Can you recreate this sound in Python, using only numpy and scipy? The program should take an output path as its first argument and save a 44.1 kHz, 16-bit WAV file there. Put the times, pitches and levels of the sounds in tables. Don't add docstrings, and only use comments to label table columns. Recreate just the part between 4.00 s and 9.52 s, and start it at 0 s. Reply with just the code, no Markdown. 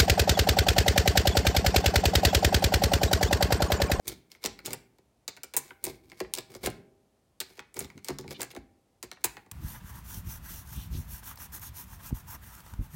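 import sys
import numpy as np
from scipy import signal
from scipy.fft import rfft, irfft, next_fast_len
from scipy.io import wavfile
from scipy.ndimage import uniform_filter1d

SR = 44100
rng = np.random.default_rng(int(sys.argv[2]) if len(sys.argv) > 2 else 0)


def transcribe(signal):
    frames = np.atleast_2d(signal).T
    limited = np.clip(frames, -1, 1)
    pcm = np.round(limited * 32767).astype(np.int16)
    wavfile.write(sys.argv[1], SR, pcm)


N = 243431

# start t/s, end t/s, table rumble level/dB and steel scrape level/dB (both before
# the band gains), swell from start to end/dB
SLIDES = [(0.045, 0.067, -52, -62, 9.5), (0.074, 0.13, -41.5, -46.5, -5.5), (0.132, 0.187, -54, -71, -2.5),
          (0.299, 0.37, -72, -66, -4), (0.409, 0.462, -56, -53.5, 22.5), (0.643, 0.73, -43, -51, 13),
          (1.364, 1.373, -65, -56, 3), (1.637, 1.71, -61.5, -60.5, -6), (1.835, 1.906, -42, -47, 5),
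          (1.907, 1.968, -54, -64.5, -6.5), (2.031, 2.175, -59.5, -70, 1), (2.167, 2.208, -68, -57.5, 8),
          (2.342, 2.382, -50.5, -50, 0.5), (2.495, 2.572, -51, -56.5, 9), (2.628, 2.67, -33.5, -38, 10.5),
          (3.429, 3.576, -70, -65, 1), (3.756, 3.825, -45.5, -49, 7), (3.819, 3.857, -42, -58, -3),
          (3.953, 3.986, -49, -72, -2), (4.042, 4.095, -58.5, -51.5, 6), (4.104, 4.147, -48.5, -65, -5),
          (4.191, 4.29, -46.5, -74, 6), (4.301, 4.333, -40, -45, -4), (4.391, 4.431, -41.5, -50, -5),
          (4.503, 4.518, -61, -53.5, 7), (4.557, 4.58, -58.5, -73.5, 1), (5.204, 5.25, -64.5, -72, -9)]
# f/Hz, width/Hz, lift/dB
MAGAZINE_MODES = [(2220, 130, 17), (3650, 450, 0.5), (4190, 76, 3), (4825, 450, 1.5), (6840, 760, 7.5),
                  (7670, 400, 5.5), (8550, 330, 6), (9550, 270, 4.5), (12300, 500, 1.5), (13600, 300, -10)]
# f/Hz, width/Hz, lift/dB
TABLE_MODES = [(50.3, 3.3, 14), (102, 92, 5.5), (170, 14, -3), (271, 15, 2), (373, 32, 8.5), (459, 23, 4),
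               (524, 60, 3.5), (840, 110, 2.5), (1006, 350, 3.5)]
# f/Hz, relative level/dB, t60/s
RING_TONES = [(156, -6, 1.0), (225, -6, 1.3), (355, -11, .9), (404, -3, 1.0), (549, -15, 1.8),
              (635, -7, 1.4), (791, -1, 1.6), (888, -10, 1.7)]
# f/Hz, t60/s
ROOM_T60 = [(60, 0.09), (250, 0.91), (700, 0.4), (2000, 0.425), (5000, 0.27), (9000, 0.3), (16000, 0.52)]
# f/Hz, level/dB
ROOM_LEVEL = [(60, -1), (150, -2), (400, -15.5), (1000, -11.5), (2500, -9), (5000, -9.5), (9000, -18.5),
              (16000, -26.5)]
# f/Hz, relative density level/dB
AIR_SPECTRUM = [(20, -15.5), (50, 1), (120, -2), (300, -8), (700, -11), (1500, -23), (4000, -26),
                (10000, -28.5), (16000, -36.5)]
# t/s, energy level/dB, f/Hz
BUMPS = [(1.867, -23.5, 101), (2.212, -29, 126.3), (2.665, -16, 119), (4.564, -22.5, 79.3)]
# start t/s, end t/s, slip rate/Hz, level/dB
SQUEAKS = [(4.342, 4.373, 560, -50.5), (4.507, 4.519, 650, -54)]
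# t/s, metal energy level/dB, snap over clack/dB,
# loader and table level before offsets/dB, contact decay/s
SNAPS = [(0.072, -20.5, 6.5, -25, 0.0026), (0.0798, -3, 3, -26.5, 0.0015), (0.4516, -8, -8, -10, 0.0024),
         (0.4599, -2, -2, -12, .0008), (0.653, -16, -2.5, -22.5, 0.0052), (0.66, -7.5, 3.5, -30.5, 0.0025),
         (0.666, -12.5, -4.5, -22.5, 0.00079), (0.732, -5.5, 6.5, -12.5, 0.0027),
         (1.279, -6.5, -5, -16, 0.0059), (1.4338, -11.5, 3.5, -20.5, 0.0028),
         (1.5378, -14.5, 0.5, -16, 0.0087), (1.5662, 3.5, 12, -10.5, 0.0025),
         (1.57, 3, 15.5, -15.5, 0.0054), (1.841, -2, 13, -25, 0.0016), (1.852, -9, 6, -25, .0012),
         (2.3377, -0.9, 2.5, -24, 0.0014), (2.385, -9, -2.5, -15, .0008), (2.662, -5, 6.5, -17.5, 0.0011),
         (3.403, -3.5, 0.5, -16.5, 0.0067), (3.7428, -23, 8, -34, 0.0018), (3.7919, -4, 34, -19, 0.0019),
         (4.046, -15, 2.5, -32, 0.0017), (4.407, -12, -2, -17.5, 0.0043), (4.417, -6.5, 9, -13.5, 0.0019),
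         (4.431, -11, 6, -16, 0.00092), (5.028, -13.5, 2, -19.5, 0.008), (5.2405, -4.5, 2, -6.5, 0.0047),
         (5.2435, 4, 11.5, -11, 0.0065), (5.514, -13.5, 7, -20, 0.011)]
# t/s, thud level before gain/dB, thud f/Hz, clack level/dB
KNOCKS = [(0.4407, -5.5, 360, -9), (0.471, -15.5, 230, -34), (0.674, -10.5, 373, -27),
          (0.7076, -19, 340, -21), (0.9849, -32, 354, -43), (1.867, -9, 335, -16), (2.2033, -1, 390, -14.5),
          (2.375, -11, 350, -18.5), (2.55, -14, 330, -22.5), (2.633, -14.5, 418, -30), (2.669, 1, 360, -16),
          (3.502, -29.5, 330, -38), (3.5776, -22, 400, -34), (3.7674, -13, 372, -21),
          (4.085, -5.5, 324, -10), (4.098, -6, 320, -41), (4.104, -13, 265.4, -23),
          (4.186, -12.5, 238, -15.5), (4.241, -18, 312, -45), (4.397, -12.5, 450, -41),
          (4.533, -24.5, 388, -58), (4.55, -19, 346, -27), (4.564, -10.5, 290, -27), (5.028, -14, 394, -30),
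          (5.463, -29.5, 290, -46.5)]
# t/s, knock level/dB, knock f/Hz, clack level/dB
TAPS = [(0.3172, -36.5, 1960, -23.5), (0.35, -32, 2220, -40), (0.5905, -24, 2400, -25.5),
        (1.3721, -26.5, 1750, -34), (1.5381, -20, 1716, -35.5), (1.707, -19, 1700, -42),
        (2.0994, -41.5, 2500, -32), (2.118, -25, 2266, -31), (3.4131, -15, 2300, -26),
        (3.593, -15, 2020, -23.5), (3.846, -25.5, 2000, -22.5), (3.9016, -28, 2170, -35),
        (3.978, -31, 2240, -31.5), (4.279, -25.5, 2300, -26.5), (5.115, -19, 2030, -18.5),
        (5.369, -18, 1911, -30)]

AIR_DB = -70.5
EDGE_HZ = 16500
LEAD_S = .05
DULL_HZ, KEEN_HZ, KEEN_AT_DB, KEEN_WIDTH_DB = 200, 377, -9, 4.5
SNAP_THUD_HZ, SNAP_THUD_DB, SNAP_KNOCK_HZ, SNAP_KNOCK_DB = 358, -4, 2320, -0.5
SNAP_RING_HZ, RING_OCTAVES_PER_DB = 7500, -2
SEAT_HZ, SEAT_DB, SEAT_DB_PER_DB, SEAT_RING_S, SEAT_LAG_S = 981, -23.5, 3, 0.0029, .002
KNOCK_HZ, KNOCK_DB, KNOCK_RING_HZ, KNOCK_SNAP_DB, KNOCK_DECAY_S = 880, -9, 4850, -3, 0.0018
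TAP_THUD_HZ, TAP_THUD_DB, TAP_RING_HZ, TAP_SNAP_DB, TAP_DECAY_S = 290, -9, 4230, -6.5, .0008
WALL_HZ, WALL_RING_S, TAP_WALL_DB, WALL_LIMIT_DB = 2180, .0024, -1, -26
RATTLE_DB, RATTLE_SPREAD_DB = 18.5, 10


def amp(db):
    return 10 ** (np.asarray(db) / 20)


def unit(x):
    return x / np.sqrt(np.sum(x ** 2) + 1e-20)


def evened(x):
    return unit(x) * np.sqrt(len(x))


def read(points, hz):
    f, value = np.transpose(points)
    return np.interp(np.log(hz + 1), np.log(f), value)


def add(mix, start_s, sound):
    part = mix[..., max(round(start_s * SR), 0):][..., :sound.shape[-1]]
    part += sound[..., :part.shape[-1]]


def band(x, lo_hz, hi_hz, order=2):
    edges_hz = [lo_hz, min(hi_hz, .48 * SR)]
    return signal.sosfilt(signal.butter(order, edges_hz, "bandpass", fs=SR, output="sos"), x)


def body(x, modes):
    for hz, width_hz, db in modes:
        x = x + (amp(db) - 1) * signal.lfilter(*signal.iirpeak(hz, hz / width_hz, SR), x)
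    return x


def still_air():
    shape = amp(read(AIR_SPECTRUM, np.fft.rfftfreq(N, 1 / SR)))
    noise = irfft(rfft(rng.standard_normal(N)) * shape, N)
    return amp(AIR_DB) * evened(noise)


def slips(seconds, swell_db, per_s=1500, spread_db=2.5, grit=0.57, rise_s=0.0031, fall_s=.003,
          brush_db=-15, brush_s=0.017, size=13000):
    t = np.arange(size) / SR - LEAD_S
    height = amp(spread_db * np.minimum(rng.exponential(1, size), 3))
    jerks = height * rng.choice([-1, 1], size) * (rng.random(size) < per_s / SR)
    slow_noise = evened(uniform_filter1d(rng.standard_normal(size), size=180))
    clumps = np.exp(grit * np.tanh(slow_noise))
    onset = 1 - np.exp(-np.maximum(t, 0) / rise_s)
    stroke = onset * np.exp(-np.maximum(t - seconds, 0) / fall_s)
    brush = amp(brush_db) * np.exp(-abs(t - np.clip(t, 0, seconds)) / brush_s)
    swell = amp(swell_db * (np.clip(t / max(seconds, .005), 0, 1) - .5))
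    drag = (jerks + 0.098 * rng.standard_normal(size)) * clumps
    return drag, np.maximum(stroke, brush) * swell


def slides(rumble_gain_db=-3, rub_gain_db=-4, scrape_gain_db=-2, hiss_gain_db=-3, lift_db=4, width_hz=150):
    out = np.zeros((2, N))
    for start_s, end_s, rumble_db, steel_db, swell_db in SLIDES:
        drag, stroke = slips(end_s - start_s, swell_db)
        bite = (1 + np.tanh((steel_db - rumble_db - KEEN_AT_DB) / KEEN_WIDTH_DB)) / 2
        rumble_hz = DULL_HZ + (KEEN_HZ - DULL_HZ) * bite
        rumble = band(drag, 29, 1.55 * rumble_hz, order=3)
        rumble = band(rumble, 0.22 * rumble_hz, 3600, order=1)
        rumble = body(rumble, list(TABLE_MODES) + [(rumble_hz, width_hz, lift_db)])
        rumble = amp(rumble_gain_db) * evened(rumble)
        steel = body(drag, MAGAZINE_MODES)
        rub = amp(rub_gain_db) * evened(body(band(steel, 720, 2200), [(2300, 390, 2.5)]))
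        scrape = amp(scrape_gain_db) * evened(band(steel, 3000, 6200))
        hiss = amp(hiss_gain_db) * evened(band(steel, 7000, 15500))
        rows = np.array([amp(rumble_db) * rumble, amp(steel_db) * (rub + scrape + hiss)])
        add(out, start_s - LEAD_S, stroke * rows)
    return out


def bending_wave(lag_s, size=8192):
    hz = np.fft.rfftfreq(size, 1 / SR)
    delay_s = np.clip(lag_s * np.sqrt(1000 / (hz + 1)) - .0048, .0004, .06)
    fade = np.minimum(np.linspace(2, 0, size), 1)
    return irfft(np.exp(-2j * np.pi * np.cumsum(delay_s) * SR / size)) * fade


def table_blow(lag_s=.0082, edge_lag_s=0.016, edge_db=-11, scatter_db=-7, scatter_s=0.014):
    near, far = rng.uniform(.88, 1.12, 2)
    wave = bending_wave(lag_s * near) + amp(edge_db) * bending_wave(edge_lag_s * far)
    t = np.arange(len(wave)) / SR
    scatter = unit(rng.standard_normal(len(t)) * np.exp(-t / scatter_s))
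    scattered = signal.fftconvolve(wave, scatter)[:len(t)]
    return body(wave + amp(scatter_db) * scattered, TABLE_MODES)


def contact(decay_s, spike_db, size=3000, rattle_db=-9, rattle_s=.007, count=4):
    t = np.arange(size) / SR
    chatter = unit(rng.standard_normal(size) * np.exp(-t / max(decay_s, .0004)))
    force = chatter + amp(spike_db) * (t == 0)
    hits = 1. * (t == 0)
    for after_s in rng.exponential(rattle_s, count):
        add(hits, after_s, amp(rattle_db) * rng.uniform(-1, 1, 1))
    return signal.fftconvolve(force, hits)[:size]


def metal_blow(decay_s, ring_hz, ring_db=-12, ring_s=0.0035, spike_db=-4,
               main_db=4, main_width_hz=1600, count=120):
    force = contact(decay_s, spike_db)
    t = np.arange(len(force)) / SR
    hz = rng.uniform(2000, 16000, (count, 1))
    tones = rng.standard_normal((count, 1)) * np.sin(2 * np.pi * hz * t)
    modes = tones.sum(0) * np.exp(-t / ring_s)
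    return body(force + amp(ring_db) * unit(modes), list(MAGAZINE_MODES) + [(ring_hz, main_width_hz, main_db)])


def plastic_knock(wave, decay_s, knock_hz, direct_db=-2, tok_db=5, tok_damping=0.24):
    knock = unit(signal.fftconvolve(wave, contact(2 * decay_s, spike_db=-0.5)))
    add(knock, 0, amp(direct_db) * unit(contact(2 * decay_s, spike_db=-9.5)))
    return body(band(knock, 700, 2800, order=3), [(knock_hz, tok_damping * knock_hz, tok_db)])


def strike(thud_db, thud_hz, knock_db, knock_hz, clack_db, snap_db, ring_hz, decay_s,
           lift_db=5, thud_width_hz=170):
    wave, blow = table_blow(), metal_blow(decay_s, ring_hz)
    out = np.zeros((2, len(wave) + len(blow)))
    thud = band(wave, 29, 2 * thud_hz, order=3)
    thud = band(thud, 0.43 * thud_hz, 4000, order=1)
    thud = body(thud, [(thud_hz, thud_width_hz, lift_db)])
    add(out[0], 0, amp(thud_db) * unit(thud))
    add(out[0], 0, amp(knock_db) * unit(plastic_knock(wave, decay_s, knock_hz)))
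    add(out[1], 0, amp(clack_db) * unit(band(blow, 3310, 6040)))
    add(out[1], 0, amp(snap_db) * unit(band(blow, 8000, 17500, order=3)))
    return out


def rattle(pitch_hz=2000, pitch_spread_octaves=0.37, knock_db=-3, count=3):
    out = np.zeros((2, N))
    for start_s, end_s, _, steel_db, swell_db in SLIDES:
        for along, size, detune in rng.uniform(-1, 1, (count, 3)):
            db = steel_db + swell_db * along / 2 + RATTLE_DB + RATTLE_SPREAD_DB * size
            tune = 2 ** (pitch_spread_octaves * detune)
            at_s = start_s + (end_s - start_s) * (along + 1) / 2
            add(out, at_s, strike(db + TAP_THUD_DB, TAP_THUD_HZ, db + knock_db, pitch_hz * tune,
                                  db, db + TAP_SNAP_DB, TAP_RING_HZ * tune, TAP_DECAY_S))
    return out


def mode(hz, ring_s, rise_s=0.0012):
    t = np.arange(SR // 20) / SR
    return unit(np.sin(2 * np.pi * hz * t) * np.exp(-t / ring_s) * (1 - np.exp(-t / rise_s)))


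def snaps():
    out = np.zeros((2, N))
    for at_s, db, bright_db, body_db, decay_s in SNAPS:
        clack_db = db - 10 * np.log10(1 + amp(bright_db) ** 2)
        ring_hz = min(SNAP_RING_HZ * 2 ** (RING_OCTAVES_PER_DB * bright_db), EDGE_HZ)
        add(out, at_s, strike(body_db + SNAP_THUD_DB, SNAP_THUD_HZ, body_db + SNAP_KNOCK_DB, SNAP_KNOCK_HZ,
                              clack_db, clack_db + bright_db, ring_hz, decay_s))
        seat = amp(SEAT_DB + SEAT_DB_PER_DB * db) * mode(SEAT_HZ, SEAT_RING_S)
        add(out[0], at_s + SEAT_LAG_S, seat)
    return out


def tap(db, hz, clack_db):
    out = strike(db + TAP_THUD_DB, TAP_THUD_HZ, db, hz,
                 clack_db, clack_db + TAP_SNAP_DB, TAP_RING_HZ, TAP_DECAY_S)
    add(out[1], 0, amp(min(db + TAP_WALL_DB, WALL_LIMIT_DB)) * mode(WALL_HZ, WALL_RING_S))
    return out


def taps():
    out = np.zeros((2, N))
    for at_s, db, hz, clack_db in TAPS:
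        add(out, at_s, tap(db, hz, clack_db))
    return out


def knocks(thud_gain_db=-1):
    out = np.zeros((2, N))
    for at_s, db, hz, clack_db in KNOCKS:
        add(out, at_s, strike(db + thud_gain_db, hz, db + KNOCK_DB, KNOCK_HZ,
                              clack_db, clack_db + KNOCK_SNAP_DB, KNOCK_RING_HZ, KNOCK_DECAY_S))
    return out


def bumps():
    out = np.zeros(N)
    for at_s, db, hz in BUMPS:
        add(out, at_s, amp(db) * unit(band(table_blow(lag_s=0.00502), hz / 2, 1.32 * hz)))
    return out


def squeaks(jitter=0.068, lo_hz=2500, hi_hz=4000):
    out = np.zeros(N)
    for start_s, end_s, per_s, db in SQUEAKS:
        size = int(max(end_s - start_s, .005) * SR)
        wobble = evened(uniform_filter1d(rng.standard_normal(size), size=200))
        turns = np.cumsum(per_s * (1 + jitter * wobble)) / SR
        pulses = np.diff(np.floor(turns), prepend=-1)
        squeak = evened(band(pulses, lo_hz, hi_hz)) * signal.windows.tukey(size, .3)
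        add(out, start_s, amp(db) * squeak)
    return out


def table_ring(x):
    t = np.arange(2 * SR) / SR
    tones = sum(amp(db - 60 * t / t60_s) * np.sin(2 * np.pi * hz * t) for hz, db, t60_s in RING_TONES)
    return amp(-71) * signal.fftconvolve(x, tones)[:N]


def room(x, first_s=0.0067, early_db=-12, early_s=.016, count=9):
    hz, t, z = signal.stft(rng.standard_normal(SR), SR, nperseg=512)
    t60_s = read(ROOM_T60, hz)[:, None]
    height = amp(read(ROOM_LEVEL, hz))[:, None] * np.sqrt(2 * np.log(1000) / (t60_s * SR))
    tail = signal.istft(z * height * amp(-60 * t / t60_s), SR, nperseg=512)[1]
    tail *= np.clip(np.arange(len(tail)) / SR / first_s - 1, 0, 1)
    at = (SR * early_s * rng.uniform(.1, 1, count)).astype(int)
    tail[at] += amp(early_db) * rng.choice([-1, 1], count) / np.sqrt(count)
    return signal.fftconvolve(x, tail)[:N]


def shifting_room(x, half_turn_s=1.283):
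    angle = np.pi * np.arange(N) / SR / half_turn_s
    return sum(room(x * np.cos(angle + k * np.pi / 3)) for k in range(3)) * np.sqrt(2 / 3)


def metal_room(x, spread_hz=330, count=3):
    wave = signal.hilbert(x, next_fast_len(N))[:N]
    t = np.arange(N) / SR
    shifts_hz = np.linspace(-spread_hz, spread_hz, count)
    return sum(room((wave * np.exp(2j * np.pi * hz * t)).real) for hz in shifts_hz) / np.sqrt(count)


def scene(split_hz=3000):
    table, metal = snaps() + knocks() + taps() + slides() + rattle()
    table = table + bumps()
    near = table + table_ring(table) + metal + squeaks()
    low = signal.sosfiltfilt(signal.butter(6, split_hz, fs=SR, output="sos"), near)
    return (near + shifting_room(low) + metal_room(near - low) + still_air())[None]


def record(dry):
    thinned = signal.sosfilt(signal.butter(4, 44, "highpass", fs=SR, output="sos"), dry)
    edge = signal.firwin(201, EDGE_HZ, window=("kaiser", 9), fs=SR)
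    return signal.oaconvolve(thinned, edge[None], "same")


dry = scene()
out = record(dry)
transcribe(out)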